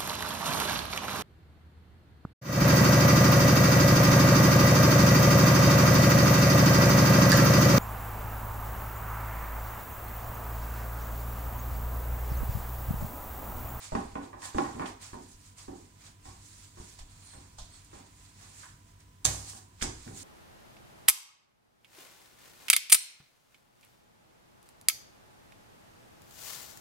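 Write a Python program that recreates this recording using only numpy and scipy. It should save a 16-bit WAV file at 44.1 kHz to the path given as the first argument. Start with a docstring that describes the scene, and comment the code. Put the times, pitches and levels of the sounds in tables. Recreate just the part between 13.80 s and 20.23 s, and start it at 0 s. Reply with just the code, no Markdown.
"""In a hard-walled bakery, dough is kneaded and rolled by hand on a stone-topped work table.
Pushes knock and judder the table's modes, soft blows rock its frame, and palms scuff as shaped noise.
A roll is slapped on the far side (cracks and a splash of noise), a slab is dropped; a cooling unit
hums in steady lines. Two microphones stand a hand apart, the baker nearer the right one."""
import sys
import numpy as np
from scipy import signal
from scipy.io import wavfile

SR = 44100
rng = np.random.default_rng(int(sys.argv[2]) if len(sys.argv) > 2 else 0)


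def pcm_store(signal):
    """Save signal as 16-bit PCM."""
    levels = np.round(np.clip(np.atleast_2d(signal), -1, 1) * 32767)
    wavfile.write(sys.argv[1], SR, levels.astype(np.int16).T)


N = 283695

# room air: (frequency [Hz], relative level [dB per Hz])
AIR_SPECTRUM = [(20, -11), (50, 6.5), (80, -2), (130, -4), (200, -4), (260, -9), (400, -14.5), (630, -21.5),
                (1300, -19), (2500, -20.5), (5000, -25), (7500, -23), (10500, -24), (15700, -24)]
AIR_DB = -60.5   # rms
# motor and mains lines of the cooling unit: (frequency [Hz])
HUM_HZ = [91.3, 100, 145.4, 290.8, 295.8, 678.5, 969.2, 1017.7]
# mean strength of those lines: (rms level [dB])
HUM_DB = [-65, -63.5, -72, -81.5, -78, -84.5, -74.5, -73]
# decay of the echo: (frequency [Hz], t60 [s])
WALLS = [(60, 0.35), (300, 0.38), (1500, 0.42), (6000, 0.42), (14000, 0.25)]
# left-right correlation of noise: (frequency [Hz], likeness [0 to 1])
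LIKENESS = [(30, 0.98), (150, 1), (400, 0.33), (2000, 0.077), (12000, 0.076)]
# airy whistle of two fast strokes: (start [s], length [s], upper band [Hz], lower band [Hz], level [dB])
WHISTLES = [(3.4, .22, 9400, 4210, -58.5), (3.902, .1, 8650, 4370, -58.5)]
# short bright puffs of contact, skin on dough, dough on stone, the slab's first edge landing:
# (time [s], peak [dB], colour [Hz], t60 [s])
CONTACTS = [(0.0375, -51, 6100, 0.043), (0.1524, -41, 4830, 0.041), (0.6183, -39, 6100, .05),
            (0.7824, -36, 5000, 0.061), (1.0574, -35, 2470, 0.069), (1.058, -40.5, 4800, 0.074),
            (1.2144, -50, 5760, 0.078), (1.783, -45, 6340, 0.035), (3.31, -55, 8300, 0.047),
            (4.046, -43.5, 9000, 0.036), (4.83, -42.5, 1280, 0.26), (5.2041, -48.5, 7500, 0.022),
            (5.6974, -30, 7540, .03), (6.012, -31, 2270, 0.035), (6.017, -26.5, 6550, 0.061),
            (6.277, -40, 1720, 0.013)]
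# flat of the hand on the roll: (time [s], peak [dB], factor on t60 [1])
PATS = [(3.189, -45, 0.5), (3.784, -41, 1.3)]
# a pat's thump and bright smack: (frequency [Hz], relative peak [dB], t60 [s])
PAT_PARTS = [(803, 0, 0.09), (3700, -2.5, .22), (6470, 0.5, .12)]
# noise splash of the slap: (frequency [Hz], peak [dB], t60 [s])
SLAP_SPLASH = [(264, -38, 0.64), (730, -30, .44), (2160, -30.5, 0.27), (4370, -23.5, 0.14),
               (7740, -26.5, 0.62), (12000, -30, 0.23)]
# noise splash of the dropped slab: (frequency [Hz], peak [dB], t60 [s])
DROP_SPLASH = [(298, -43, 0.13), (950, -33.5, 0.19), (1850, -20.5, 0.017), (3070, -26, 0.023),
               (6340, -21, 0.094)]
# fine hiss of skin on flour: (frequency [Hz], relative level [dB per Hz])
HISS_SPECTRUM = [(1000, -4.5), (1800, 2.5), (3000, 1), (4300, 5.5), (5500, 3.5), (7800, 9.5), (9500, 4),
                 (11500, -2), (15700, -7)]
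# dull drag of dough: (frequency [Hz], relative level [dB per Hz])
DRAG_SPECTRUM = [(300, -25), (700, 1.5), (1100, 2.5), (1800, -6), (2600, 1), (4000, -71)]
# palms and dough over floured stone:
# (loudest at [s], hiss level [dB], swell [s], fade [s], drag relative to the hiss [dB], held to -5 at most)
STROKES = [(0.041, -45.5, 0.052, 0.074, -8.5), (0.158, -53.5, 0.12, 0.26, -4),
           (0.434, -57.5, 0.026, 0.08, -7), (0.652, -42, 0.039, 0.074, -12), (0.78, -49, 0.065, 0.26, -2),
           (1.0, -55.5, .02, 0.13, -12), (1.07, -49.5, 0.022, 0.067, 2), (1.225, -47.5, 0.02, 0.15, -9),
           (1.43, -57, .06, 0.089, -26), (1.53, -54, 0.1, 0.044, -28), (1.67, -55.5, 0.12, 0.078, -20),
           (1.787, -50, 0.02, 0.12, -11), (1.975, -59.5, .08, 0.21, -14), (2.21, -59, .015, .1, -9),
           (2.268, -53, .07, 0.063, -8.5), (2.462, -53.5, 0.035, .2, -12), (2.645, -54, .05, 0.34, -30),
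           (2.84, -55.5, .2, .07, -13), (3.02, -53, 0.086, 0.14, -14), (3.12, -53, 0.092, 0.11, -21),
           (3.194, -52, 0.01, 0.035, -5), (3.318, -61, 0.049, 0.046, -12), (3.51, -56, 0.31, 0.3, -9.5),
           (3.788, -52, 0.01, 0.094, -17), (3.96, -57.5, 0.12, 0.18, -9), (4.158, -56.5, 0.062, 0.15, -2),
           (4.452, -58.5, 0.19, 0.16, -11), (4.625, -54.5, 0.076, 0.18, -8), (4.81, -50.5, .12, .14, -16.5),
           (5.09, -65.5, .05, 0.075, -13), (5.204, -62.5, .012, .04, -7), (5.62, -53.5, 0.11, 0.081, -14),
           (5.701, -43.5, 0.075, .05, -19.5), (5.77, -49, 0.066, 0.065, -32),
           (6.021, -45, 0.021, 0.069, -3), (6.29, -52.5, 0.27, .06, -12.5), (6.385, -44, 0.061, 0.16, -23)]
# weight of hands or dough coming down:
# (time [s], relative level [dB], tilt of the frame modes [dB per octave], factor on their t60 [1])
THUDS = [(0.124, -38, -13.5, 0.93), (0.251, -47.5, -3, 1.7), (.33, -47, -1, 1.3), (0.748, -31, -4, 0.67),
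         (0.861, -52, 2, 4), (0.952, -41, 2, 0.96), (1.328, -42, -3, 0.96), (1.541, -57, -14, 1),
         (1.881, -43, -4, 0.96), (2.461, -44.5, 1, 1.3), (2.969, -50, 3, 0.53), (3.0, -36, 0.5, 0.52),
         (3.205, -49.5, -15.5, 1.7), (3.551, -49, 0, 2), (3.786, -46.5, -7, 1.7), (3.82, -43, -16, 0.42),
         (4.137, -51, -4, 0.92), (4.94, -48.5, 10.5, 0.49), (5.452, -36.5, 7.5, 3.17),
         (6.018, -36.5, -11, 1.4), (6.063, -39, 9, 1.16), (6.263, -58.5, 21.5, 1.6),
         (6.331, -48.5, -2, 0.52)]
# modes of legs and top as a whole: (frequency [Hz], relative level [dB], t60 [s])
FRAME_MODES = [(29.7, -4.5, 0.13), (42.6, -2, 0.07), (63.1, 3, 0.18), (100, -4.5, 0.23),
               (133.4, -4.5, 0.15), (157.3, -21.5, 0.26)]
# contacts of the slap, each three cracks: (time [s], relative peak [dB])
SLAP_CONTACTS = [(5.4492, -20), (5.4532, -7), (5.4606, -12.5), (5.4693, -21), (5.4778, -28)]
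# crack colour at the left microphone: (frequency [Hz], width [Hz], level [dB])
SLAP_LEFT = [(1200, 2400, -5), (4130, 1700, 1), (9100, 2900, 0)]
# crack colour at the right microphone: (frequency [Hz], width [Hz], level [dB])
SLAP_RIGHT = [(1200, 660, -15.5), (4270, 650, -20), (6700, 1000, 3.5), (10000, 2200, 2.5)]
# pushes that rock the table: (time [s], relative knock level [dB], tilt of the modes [dB per octave])
PUSHES = [(0.12, -22.5, -5), (0.151, -21.5, 0), (0.355, -28.5, -0.5), (0.407, -46.5, 1.5), (0.53, -42, 1),
          (0.62, -54, 9.5), (0.746, -27.5, -5.5), (0.784, -18.5, -0.5), (0.847, -38, 3), (0.949, -35, -5),
          (0.996, -27, 0.5), (1.019, -45.5, 7), (1.332, -35, -2.5), (1.88, -36.5, -4.5), (1.919, -56, -9),
          (2.455, -48.5, 1), (2.972, -46, -3.5), (3.535, -46.5, -1.5), (4.131, -43.5, -2.5),
          (4.629, -59, 2), (5.732, -51.5, 2), (6.021, -30.5, -3), (6.262, -38, -9.5), (6.309, -49, -9)]
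# modes of the top: (frequency [Hz], relative level [dB], longest t60 [s])
TABLE_MODES = [(229.7, -3.5, 0.072), (278, -3, 0.063), (359.6, -2, 0.086), (398.7, -2.5, 0.045),
               (452, -14.5, 0.029), (519.6, -5, 0.045), (596, -28, 0.041), (717, -4, 0.053),
               (733, -2.5, 0.057), (826, 3, 0.029), (914, 1, 0.059), (966, 3.5, .04), (1034, -12.5, .04),
               (1077, 3.5, 0.021), (1264, -3, 0.0099), (1478, -3, 0.03), (1506, -10.5, 0.016),
               (1644, -1.5, 0.029), (1865, -5.5, 0.016), (2110, -14, 0.0054), (2280, -7, 0.013),
               (2520, -12.5, 0.013)]
# difference in colour of the microphones: (frequency [Hz], left minus right [dB])
LEFT_MINUS_RIGHT = [(110, 0), (380, -2.5), (2400, -3), (4400, -5.5), (8100, -4), (15000, 2.5)]
# fall of both microphones above their port resonance: (frequency [Hz], level [dB])
MICROPHONE = [(9300, 0.5), (10400, -6.5), (15000, -5.5)]

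EDGES_HZ = 20 * 2 ** (np.arange(30) / 3)   # third octaves
LEFT_LAG, SLAP_LEAD = 26, 20   # samples
CUTOFF_HZ = 15800
WHISTLE_FALL = 0.12   # share by which the upper band sinks over a stroke
CONTACT_WIDTH, PAT_WIDTH = 1.444, 1.235   # colour band reaches this factor above and below its centre
SLAP_S, DROP_S = 5.451, 6.024
STROKE_DEPTH_DB, STROKE_ROUNDING = 12.5, 1.25   # drop over one swell or fade time; above 1 rounds the top
# a heavier drag also fills the lower part of the hiss, dB per dB
HISS_SPLIT_HZ, LOW_HISS_FOLLOWS, USUAL_DRAG_DB = 4600, 0.33, -12
CRACK_SPREAD_S = .0016
JUDDER_T60_S, JUDDER_S_PER_DB = .25, 0.0121   # for a -30 dB knock, at 400 Hz; softer pushes judder longer
SLIPS_PER_S, SLIP_SHARE = 900, 0.33   # share: size of slips against the knock, before their own spread
HIGH_MODES_QUIETEN = 0.4   # power of pitch by which the judder dies sooner
OPPOSITE = np.array([[1], [-1]])   # side signal: plus on the left, minus on the right


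def from_db(db):
    """Logarithmic level: decibels become an amplitude gain."""
    return 10 ** (np.asarray(db) / 20)


def rms_one(x):
    """Normalisation of mean power: the signal is scaled to rms 1."""
    return x / np.sqrt(np.mean(x ** 2) + 1e-20)


def at_hz(points, hz):
    """Logarithmic pitch: a (frequency, value) table is read on a log axis."""
    table_hz, values = np.array(points)[:, :2].T
    return np.interp(np.log(hz), np.log(table_hz), values)


def bandpass(x, low_hz, high_hz):
    """Band limitation by a Butterworth filter."""
    return signal.sosfilt(signal.butter(2, [low_hz, high_hz], "band", fs=SR, output="sos"), x)


def drift(rate_hz):
    """Low-passed random fluctuation of rms 1, computed at every 40th sample."""
    r = np.exp(-80 * np.pi * rate_hz / SR)
    slow = signal.lfilter([1], [1, -2 * r, r * r], rng.standard_normal(N // 40 + 2002))[2000:]
    return np.interp(np.arange(N) / 40, np.arange(len(slow)), rms_one(slow))


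def ring(x, hz, t60):
    """Damped resonance: a unit click starts a decaying sine of initial height 1."""
    r, w = from_db(-60 / (t60 * SR)), 2 * np.pi * hz / SR
    return signal.lfilter([0, np.sin(w)], [1, -2 * r * np.cos(w), r * r], x + 1e-18)


def at_times(times, sizes):
    """Impulsive excitation: a train of single-sample clicks."""
    clicks = np.zeros(N)
    np.add.at(clicks, (np.asarray(times) * SR).astype(int), sizes)
    return clicks


def near(pair):
    """Arrival-time difference: sound from the baker's side reaches the left microphone later."""
    return np.array([np.roll(pair[0], LEFT_LAG), pair[1]])


def bands(white):
    """Third-octave analysis of mid and side noise; neighbouring bands are unrelated."""
    for k, (low, high) in enumerate(zip(EDGES_HZ, EDGES_HZ[1:])):
        yield np.sqrt(low * high), bandpass(white[k % 2], low, high)


def coloured(spectrum, patchy_db, alike_power):
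    """Spectral shaping and partial coherence: each noise band has its level, flicker and likeness; rms 1."""
    out, together = 0, drift(27.0)
    for hz, (mid, side) in bands(rng.standard_normal((2, 2, N))):
        alike = np.clip(at_hz(LIKENESS, hz), 0, 1) ** alike_power
        flicker_db = patchy_db * (0.31 * together + drift(34.5))
        gain = from_db(at_hz(spectrum, hz) + flicker_db)
        out = out + gain * (np.sqrt(1 + alike) * mid + np.sqrt(1 - alike) * side * OPPOSITE)
    return rms_one(out)


def hum():
    """Steady tonal lines of the cooling unit; phase difference between microphones grows with pitch."""
    out, t = 0, np.arange(N) / SR
    for hz, db in zip(HUM_HZ, HUM_DB):
        phase = 2 * np.pi * (hz * t + rng.random()) + hz / 500 * np.array([[0], [1]])
        out = out + from_db(db + 1.36 * drift(2.5)) * np.sqrt(2) * np.sin(phase)
    return out


def air():
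    """Broadband ambient noise: the air of the room."""
    return from_db(AIR_DB) * coloured(AIR_SPECTRUM, patchy_db=0.64, alike_power=1.3)


def room(x):
    """Diffuse reverberation: noise dying band by band, coherent between microphones only in the bass."""
    t, tail = np.arange(SR) / SR, 0
    for hz, pair in bands(rng.standard_normal((2, 2, SR))):
        t60 = at_hz(WALLS, hz)
        apart = min(hz / 400, 1) ** 7.9
        # band energy grows with its width and decay time
        mid, side = [rms_one(noise * from_db(-60 * t / t60)) * np.sqrt(hz * t60) for noise in pair]
        tail = tail + mid + apart * side * OPPOSITE
    tail = tail * (1 - np.exp(-t / 0.00076))
    tail = tail / np.sqrt(np.sum(tail ** 2) / 2)
    return signal.fftconvolve(x[None], tail, axes=1)[:, :N]


def whistle():
    """Amplitude modulation of a carrier by slow noise: two narrow bands swell and fade with the stroke."""
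    t, out = np.arange(N) / SR, 0
    for s, length, upper_hz, lower_hz, db in WHISTLES:
        done = np.clip((t - s) / length, 0, 1)
        upper = (upper_hz * (1 - WHISTLE_FALL * done), 250, 0)
        lower = (np.full(N, lower_hz), 120, -6)
        for hz, width_hz, band_db in (upper, lower):
            lowpass = signal.butter(2, width_hz, fs=SR, output="sos")
            wobble = rms_one(signal.sosfilt(lowpass, rng.standard_normal((2, N))))
            carrier = np.sqrt(2) * np.sin(2 * np.pi * np.cumsum(hz) / SR)
            out = out + from_db(db + band_db) * np.sin(np.pi * done) * wobble * carrier
    return out


def puffs(events, width):
    """Decaying band noise: puffs start at once; each channel mixes shared noise with noise of its own."""
    out, t = np.zeros((2, N + SR)), np.arange(SR // 2) / SR
    for s, db, hz, t60 in events:
        shared, *own = rng.standard_normal((3, len(t)))
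        noise = (shared + .9 * np.array(own)) * from_db(-60 * t / max(t60, .005))
        puff = bandpass(noise, hz / width, min(hz * width, 15000))
        at = int(s * SR)
        out[:, at:at + len(t)] += puff / np.abs(puff).max() * from_db(db)
    return out[:, :N]


def contacts():
    """Brief contact noise: each touch of skin, dough or stone is one short puff around its colour."""
    return puffs(CONTACTS, CONTACT_WIDTH)


def pats():
    """Impact of the flat hand: simultaneous puffs give a thump and a bright smack."""
    events = [(s, db + part_db, hz, t60 * factor)
              for s, db, factor in PATS for hz, part_db, t60 in PAT_PARTS]
    return puffs(events, PAT_WIDTH)


def splashes():
    """Broadband impact noise: slap and drop each spread over bands with their own decay."""
    impacts = ((SLAP_S, SLAP_SPLASH), (DROP_S, DROP_SPLASH))
    events = [(s, db, hz, t60) for s, parts in impacts for hz, db, t60 in parts]
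    return puffs(events, CONTACT_WIDTH)


def slap():
    """Impulse response of damped resonances: dry cracks, coloured per microphone, reach the left first."""
    s, db = np.repeat(SLAP_CONTACTS, repeats=3, axis=0).T
    s = s + CRACK_SPREAD_S * (np.arange(len(s)) % 3 - 1 + rng.uniform(-.5, .5, len(s)))
    cracks = at_times(s, from_db(db) * rng.choice([-1, 1], len(s)))
    heard = []
    for colours in (SLAP_LEFT, SLAP_RIGHT):
        sound = 0
        for k, (hz, width_hz, level_db) in enumerate(colours):
            t60 = np.log(1000) / (np.pi * width_hz)
            sound = sound + from_db(level_db) * ring(cracks, hz, t60) * (-1) ** k
        heard.append(sound)
    left, right = heard
    return np.array([np.roll(left, -SLAP_LEAD), right])


def scuffs():
    """Sliding friction: hiss of skin on flour and duller drag of dough swell and fade with each stroke."""
    t, hiss, drag = np.arange(N) / SR, 0, 0   # hiss and drag are powers
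    for s, hiss_db, swell, fade, dull_db in STROKES:
        away = np.abs(t - s) / np.where(t < s, max(swell, .005), max(fade, .005))
        drop_db = STROKE_DEPTH_DB * np.minimum(away, 10) ** STROKE_ROUNDING
        power = from_db(2 * (hiss_db - drop_db))
        hiss = hiss + power
        drag = drag + power * from_db(2 * min(dull_db, -5.0))
    fine = coloured(HISS_SPECTRUM, patchy_db=1.37, alike_power=4.0)
    low = signal.sosfiltfilt(signal.butter(2, HISS_SPLIT_HZ, fs=SR, output="sos"), fine)
    drag_db = 10 * np.log10((drag + 1e-30) / (hiss + 1e-29))
    low_gain = from_db(LOW_HISS_FOLLOWS * (drag_db - USUAL_DRAG_DB))
    dull = coloured(DRAG_SPECTRUM, patchy_db=0.8, alike_power=1.0)
    return near(np.sqrt(hiss) * (fine - low + low * low_gain) + np.sqrt(drag) * dull)


def thuds():
    """Low-frequency modal response: soft blows make frame modes swell over milliseconds and die."""
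    out, t = np.zeros(N + SR), np.arange(SR) / SR
    for s, thud_db, tilt_db, freedom in THUDS:
        sway = 0
        for hz, db, t60 in FRAME_MODES:
            level_db = db + tilt_db * np.log2(hz / 62) - 60 * t / (t60 * freedom)
            sway = sway + from_db(level_db) * np.sin(2 * np.pi * hz * t)
        at = int(s * SR)
        out[at:at + SR] += from_db(thud_db) * sway * (1 - np.exp(-t / 0.0073))
    return out[:N]


def table():
    """Stick-slip excitation of plate modes: each push is a knock followed by a run of small slips."""
    t, out = np.arange(SR // 2) / SR, np.zeros((2, N))
    occurs = rng.random(N + SR) < SLIPS_PER_S / SR
    size = from_db(2.5 * np.minimum(rng.exponential(1, N + SR), 4))
    slips = occurs * size * rng.choice([-1, 1], N + SR)
    for k, (hz, mode_db, t60) in enumerate(TABLE_MODES):
        force = np.zeros(N + SR)
        own = np.roll(slips, rng.integers(N))   # each mode feels slips of its own
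        for s, knock_db, tilt_db in PUSHES:
            judder = max(JUDDER_T60_S - JUDDER_S_PER_DB * (knock_db + 30), .01)
            dying = from_db(-60 * t / judder * (hz / 400) ** HIGH_MODES_QUIETEN)
            at = int(s * SR)
            run = own[at:at + len(t)] * SLIP_SHARE * dying
            run[0] = 1   # the knock
            spot_db = rng.normal(0, 2.9)   # where the push lands favours some modes
            force[at:at + len(t)] += run * from_db(knock_db + tilt_db * np.log2(hz / 400) + spot_db)
        # dough and hands damp every mode within some cycles
        sound = ring(force[:N], hz, min(t60, 17.0 / hz)) * from_db(mode_db - 9.5) * (-1) ** k
        # the top is wide: each mode radiates from another part of it
        out += [np.roll(sound, rng.integers(-7, 5)), sound]
    return out


def scene():
    """Superposition of background, direct sound and its echo from the walls."""
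    background = hum() + air()
    rub = whistle() + scuffs()
    puff = contacts() + pats() + splashes()
    crack, frame, top = slap(), thuds(), table()
    direct = near(top + puff) + frame + crack
    sent = from_db(-2.5) * top[1] + from_db(-7.0) * frame
    sent = sent + from_db(-4.5) * puff[1] + from_db(-7) * crack.mean(axis=0)
    return background + rub + direct + room(sent)


def record(dry):
    """Linear filtering: each microphone has its own minimum-phase colour, and the top is cut."""
    hz = np.linspace(0, SR / 2, 257)
    common_db, half_db = at_hz(MICROPHONE, hz + 1), at_hz(LEFT_MINUS_RIGHT, hz + 1) / 2
    heard = []
    for sign, x in zip((1, -1), dry):
        # the minimum-phase form has the square root of the designed gain
        design = signal.firwin2(513, hz, from_db(2 * (common_db + sign * half_db)), fs=SR)
        heard.append(signal.lfilter(signal.minimum_phase(design), 1, x))
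    return signal.sosfilt(signal.ellip(12, .3, 90, CUTOFF_HZ, fs=SR, output="sos"), heard)


dry = scene()
out = record(dry)
pcm_store(out)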